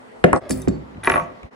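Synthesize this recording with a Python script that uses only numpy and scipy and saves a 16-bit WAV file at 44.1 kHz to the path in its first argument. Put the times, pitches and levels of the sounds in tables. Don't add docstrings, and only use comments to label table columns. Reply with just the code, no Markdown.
import sys
import numpy as np
from scipy import signal
from scipy.fft import rfft, irfft, next_fast_len
from scipy.io import wavfile
from scipy.ndimage import uniform_filter1d

SR = 44100
rng = np.random.default_rng(int(sys.argv[2]) if len(sys.argv) > 2 else 0)


def store_wav(level_fs):
    pcm = np.round(np.clip(np.atleast_2d(level_fs), -1, 1) * 32767)
    wavfile.write(sys.argv[1], SR, pcm.T.astype(np.int16))


N = 68355
T = np.arange(2 * SR // 5) / SR

# f/Hz, relative level/dB
HUM_SPECTRUM = [(18, -68), (30, -31), (193, -12.5), (253, -3.5), (316, -14), (423, -4.5), (691, -9),
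                (883, -8.5), (1800, -16.5), (1940, -12.5), (2240, -19.5), (10500, -42.5), (13600, -46),
                (22000, -120)]
# f/Hz, left-right correlation
HUM_IMAGE = [(60, 1), (380, -0.31), (2380, -0.38), (15000, 0.57)]
# t/s, body level/dB, body f/Hz, body width/octaves, body decay factor,
# knock level/dB, knock f/Hz, position left of centre/m
TABLE_HITS = [(0.2395, -10.5, 338, 0.71, 0.61, -0.5, 1620, 0.46),
              (0.241, -11, 187.8, 0.23, 0.63, -13.5, 7160, 0.44),
              (0.241, -8.5, 590, 0.36, 0.32, -15, 2650, 0.425),
              (0.3291, -11.5, 307, 1.07, 0.25, -9, 1050, 0.5083),
              (0.3295, -7.5, 1080, 0.48, 0.43, -15.5, 7400, 0.44),
              (0.3600, -18, 598, 0.52, 0.47, -25, 5240, 0.83),
              (0.375, -41, 600, 0.56, 0.38, -32, 5250, 0.61),
              (.4990, -26.5, 191, 0.87, 1.34, -52, 2430, 0.25),
              (0.507, -28.5, 260, 0.92, 0.71, -18.5, 1820, -0.015),
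              (0.559, -42.5, 90, 1.3, 2.1, -51, 2000, -0.16),
              (.6745, -12.5, 227, 0.9, 0.31, -28.5, 2400, .1),
              (0.685, -24.5, 136, 1, 1.29, -28, 1550, 0.04), (0.7395, -58, 686, 0.7, 0.2, -42, 1200, 0),
              (0.878, -56, 59, 0.26, 0.15, -72, 1000, 0), (0.9468, -49.5, 114, 0.68, 3.3, -42, 2380, 0),
              (.9700, -45, 95, 0.49, 0.58, -40, 2500, 0.11),
              (1.0327, -41, 891, 1.1, 0.87, -42, 1570, 0.075),
              (1.046, -34, 895, 2.8, 0.46, -21.5, 3500, -0.18),
              (1.0730, -12, 880, 1.19, 0.77, -9, 1720, 0.0077),
              (1.0996, -16, 863, 1.15, 0.59, -3, 1670, -0.092),
              (1.1190, -27, 895, 0.59, 2.6, -10, 1880, -0.029),
              (1.1392, -19, 840, 1.33, 0.85, -15.5, 1640, -0.011),
              (1.1570, -11.5, 880, 0.79, 0.44, -32, 1700, -0.23),
              (1.167, -25, 914, 0.41, 2, -14.5, 1700, -0.081),
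              (1.177, -22, 1056, 0.024, 2.8, -15.5, 1600, -0.183),
              (1.198, -30, 1140, 0.025, 2.44, -19.5, 1680, -0.068),
              (1.4310, -54, 800, 0.93, 0.24, -34, 2200, 0.102), (1.438, -37.5, 70, 1.4, 0.28, -67, 5900, 0)]
# f/Hz, level/dB, base t60/s
WOOD_MODES = [(62.8, 3.5, 0.27), (107.9, -10, 0.35), (152.1, -9.5, 0.42), (174, 1.5, 0.069),
              (206.7, 2.5, 0.097), (258.1, -4, 0.34), (300, 2, 0.099), (376.8, 3, 0.15), (503.5, 0, 0.06),
              (519, -6.5, 0.44), (600.4, -7.5, 0.33), (690.4, 3.5, 0.086), (798, -1, 0.042), (876, 3, 0.02),
              (927, 0, 0.11), (1118.4, 10.5, 0.043), (1218, 2, 0.017), (1278, -6, 0.14), (1424, 0.5, 0.071),
              (1500, 9, 0.037), (1713, -1.5, 0.15), (1805, -1.5, 0.064), (1970, 12, 0.038),
              (2170, -25, 0.055), (2364, 6, 0.082), (2624, 2, 0.044), (3540, 2.5, 0.026)]
# f/Hz, level/dB, base t60/s
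STEEL_MODES = [(3720, -9.5, 0.14), (4490, -7.5, 0.24), (5290, 0.5, 0.062), (6150, -7.5, 0.15),
               (7340, 12, 0.013), (8160, 3, 0.037), (8490, -1, 0.023), (8800, -7.5, 0.085),
               (9240, -6.5, 0.1), (10220, 6, 0.1), (10800, -3, .05), (14500, -10, .04), (15600, -23, .04)]
# t/s, length/s, level/dB, f/Hz, width/octaves, grain rate/(1/s)
SCRAPES = [(.342, 0.031, -34, 677, 0.75, 950), (0.413, 0.2, -51.5, 300, 1.59, 1580),
           (0.491, 0.011, -47, 7360, 2.4, 6300), (0.502, 0.027, -41.5, 9400, 0.4, 3300),
           (0.504, 0.034, -45.5, 4600, 0.22, 3100), (0.526, 0.14, -59, 8000, 2, 3800),
           (0.949, 0.043, -55, 236, 0.7, 390), (1.033, 0.13, -43.5, 1080, 0.94, 1100),
           (0.501, 0.11, -53, 15200, 0.07, 1700), (1.034, 0.23, -62, 5630, 0.53, 4800),
           (1.104, 0.17, -50.5, 144, 0.093, 170)]
# t/s, ring level/dB, f/Hz, width/octaves, decay factor, attack/ms, snap level/dB
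STEEL_CLICKS = [(0.3533, -37, 8450, .1, .2, .1, -46), (0.354, -42, 8170, 0.02, 4.4, 7, -53),
                (0.4957, -21, 8000, 1, 0.18, .1, -41), (0.5078, -14, 7000, .6, 0.27, 0.22, -25),
                (0.52, -23, 8400, .2, 0.61, 1, -41), (0.5567, -46, 9000, .1, 0.5, .1, -61.5),
                (0.574, -40.5, 9100, .1, 0.81, .1, -60), (.597, -44, 8870, .05, 0.51, .5, -63),
                (0.618, -38, 6170, 0.13, 0.32, .1, -60), (0.619, -33.5, 14500, 0.44, 0.19, 0.12, -30),
                (.6240, -46, 3840, 0.072, 0.27, 3, -65), (0.6836, -34.5, 7100, 0.106, 2, 0.63, -61),
                (0.6824, -31.5, 4100, 0.79, 0.29, 0.36, -34), (0.723, -60, 4540, .06, 1.13, 3.7, -59),
                (1.0371, -38.5, 9640, .04, 3, 0.21, -34), (1.0542, -26, 10300, 0.049, 0.59, 0.69, -51),
                (1.073, -57, 10300, 0.03, 0.29, 1, -50), (1.0971, -31.5, 9000, 1, 0.58, .1, -24.5),
                (1.112, -35.5, 10300, .03, 1.44, 0.81, -32), (1.144, -35, 10400, 0.036, 1.37, 2.7, -51),
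                (1.4316, -56, 5800, 0.52, .2, .1, -54)]
# f/Hz, t60/s
TAIL_DECAY = [(60, 0.5), (250, 0.62), (1000, 0.41), (3000, 0.45), (10000, 0.22)]
# f/Hz, level/dB
TAIL_EQ = [(700, 0.5), (1800, -4.5), (6000, -2)]
# f/Hz, level/dB
MIC_EQ = [(15, -38), (50, 16.5), (10700, 5.5), (11300, 4.5), (12200, -16), (13300, 7), (16000, -8)]
# t/s, fade out/s, fade in/s, level/dB
LEVEL_DIPS = [(0.402, 0.03, 0.01, -23), (1.504, 0.048, 0.027, -25.5)]

MONO_HZ = 210


def amp(db):
    return 10 ** (np.asarray(db) / 20)


def unit_rms(x):
    return x / np.sqrt(np.mean(x ** 2) + 1e-20)


def curve(points, hz):
    f, value = np.transpose(points)
    return np.interp(np.log(hz + 1), np.log(f + 1), value)


def bell(hz, centre_hz, octaves):
    return np.exp(-.5 * (np.log2((hz + 1) / centre_hz) / octaves) ** 2)


def filtered(x, response):
    size = next_fast_len(x.shape[-1] + SR // 4)
    return irfft(rfft(x, size) * response(np.fft.rfftfreq(size, 1 / SR)), size)[..., :x.shape[-1]]


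def place(out, start_s, sound):
    end_s = min([dip[0] for dip in LEVEL_DIPS if dip[0] > start_s] + [N / SR])
    part = out[:, round(start_s * SR):round(end_s * SR)]
    part[:, :sound.shape[1]] += sound[:, :part.shape[1]]


def room_hum():
    spectrum = signal.stft(rng.standard_normal((2, N + 512)), nperseg=512)[2]
    patches = uniform_filter1d(uniform_filter1d(rng.standard_normal(spectrum.shape[1:]), 6, 0), 10, 1)
    noise = signal.istft(spectrum * amp(1.6 * unit_rms(patches)), nperseg=512)[1][:, :N]
    width = lambda f: np.arccos(curve(HUM_IMAGE, f)) / 2
    mid, side = filtered(noise, lambda f: amp(curve(HUM_SPECTRUM, f)) * [np.cos(width(f)), np.sin(width(f))])
    bed = amp(-54.5) * unit_rms(np.array([mid + side, mid - side]))
    air = filtered(bed, lambda f: (amp(8.5) - 1) * bell(f, centre_hz=8950, octaves=0.17))
    return bed + air * (np.arange(N) < LEVEL_DIPS[0][0] * SR)


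def ring(modes, centre_hz, octaves, decay=1, attack_s=1e-4, waver_rad=0, hard=False):
    hz, db, t60 = np.transpose(modes)[..., None, None]
    scatter = rng.standard_normal((3, len(modes), 2, 1))
    gain = bell(hz, centre_hz, octaves) * amp(db + 2 * scatter[0, :, :1])
    polarity = 0 if hard else np.pi * np.arange(len(modes))[:, None, None]
    drift = waver_rad * rng.standard_normal((len(modes), 1, len(T))).cumsum(2) if waver_rad else 0
    spread = scatter[2] * bell(hz, centre_hz=392, octaves=1)
    attack = (1 - np.exp(-T / attack_s)) * (1 - np.exp(-T * hz / 0.17))
    envelope = attack * amp(-60 * T / (t60 * decay))
    waves = gain * envelope * np.sin(2 * np.pi * hz * T + polarity + drift + spread)
    return waves.sum(0) / np.linalg.norm(gain)


def snap(t60, hz, octaves):
    noise = filtered(rng.standard_normal(len(T)), lambda f: bell(f, hz, octaves))
    burst = noise * amp(-60 * T / t60) * (1 - np.exp(-2 * T * hz)) ** 2
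    return burst / np.abs(burst).max()


def table_hits():
    out = np.zeros((2, N))
    resting_steel = [(mode[0], 0, 0.037) for mode in STEEL_MODES]
    for start_s, db, hz, octaves, decay, knock_db, knock_hz, left_m in TABLE_HITS:
        knock = ring(WOOD_MODES + resting_steel, knock_hz, octaves=0.4, decay=0.25, hard=True) / 3
        knock += 0.23 * snap(t60=44 / knock_hz, hz=knock_hz, octaves=0.4)
        hit = amp(db) * ring(WOOD_MODES, hz, octaves, decay) + amp(knock_db) * knock
        bend = 0.16 + 1.163 * abs(left_m)
        side = 0.4575 * left_m * np.array([[-.5], [.5]])
        lag = lambda f: (bend + side / (1 + (MONO_HZ / (f + 1)) ** 3)) * np.sqrt(f)
        arrival = filtered(hit, lambda f: np.exp(-1j * lag(f)))
        place(out, start_s, with_room(arrival))
    return out


def with_room(x, wet_db=-9.5, predelay_s=.004):
    hz, t, spectrum = signal.stft(rng.standard_normal((2, SR // 2)), SR, nperseg=256)
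    tail = signal.istft(spectrum * amp(-60 * t / curve(TAIL_DECAY, hz)[:, None]), SR, nperseg=256)[1]
    mono_blend = lambda f: 0.22 + 0.78 / (1 + (f / MONO_HZ) ** 4)
    tail += filtered((tail[::-1] - tail) / 2, mono_blend)
    impulse = filtered(tail, lambda f: amp(curve(TAIL_EQ, f))) / np.linalg.norm(tail[0])
    delayed = np.pad(x, ((0, 0), (round(predelay_s * SR), 0)))
    wet = signal.fftconvolve(delayed, impulse, axes=1)
    return np.pad(x, ((0, 0), (0, wet.shape[1] - x.shape[1]))) + amp(wet_db) * wet


def scrapes():
    out = np.zeros((2, N))
    for start_s, length_s, db, hz, octaves, rate in SCRAPES:
        chance, size = rng.random((2, len(T)))
        progress = T / length_s
        fade = np.sqrt(np.clip(1 - progress, 0, 1)) * amp(progress)
        grains = (chance < rate / SR) * amp(-3 * np.log(size + 0.077)) * fade
        body = ring(WOOD_MODES + STEEL_MODES, hz, octaves, decay=0.38)
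        body += 1.5 * snap(0.0045 + 3 / hz, hz, octaves)
        stroke = signal.fftconvolve(grains[None], body, axes=1)[:, :len(T)]
        rms = np.sqrt(np.mean(stroke[:, T < length_s] ** 2) + 1e-12)
        place(out, start_s, with_room(amp(db) * stroke / rms))
    return out


def steel_clicks():
    out = np.zeros((2, N))
    lag_s = np.array([[0], [27e-6]])
    for start_s, db, hz, octaves, decay, attack_ms, snap_db in STEEL_CLICKS:
        tone = amp(db) * ring(STEEL_MODES, hz, octaves, decay, attack_ms / 1000, waver_rad=0.066)
        click = tone + amp(snap_db) * snap(.005, hz, octaves)
        arrival = filtered(click, lambda f: np.exp(-2j * np.pi * f * lag_s))
        place(out, start_s, with_room(arrival))
    return out


def scene():
    return table_hits() + steel_clicks() + scrapes() + room_hum()


def record(dry, ceiling=.97, knee=8, top_hz=16500):
    x = filtered(dry, lambda f: amp(curve(MIC_EQ, f)))
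    x = x / (1 + np.abs(x / ceiling) ** knee) ** (1 / knee)
    for at_s, out_s, in_s, db in LEVEL_DIPS:
        x *= np.interp(np.arange(N) / SR, [at_s - out_s, at_s, at_s + in_s], [1, amp(db), 1])
    return filtered(x, lambda f: f < top_hz)


dry = scene()
out = record(dry)
store_wav(out)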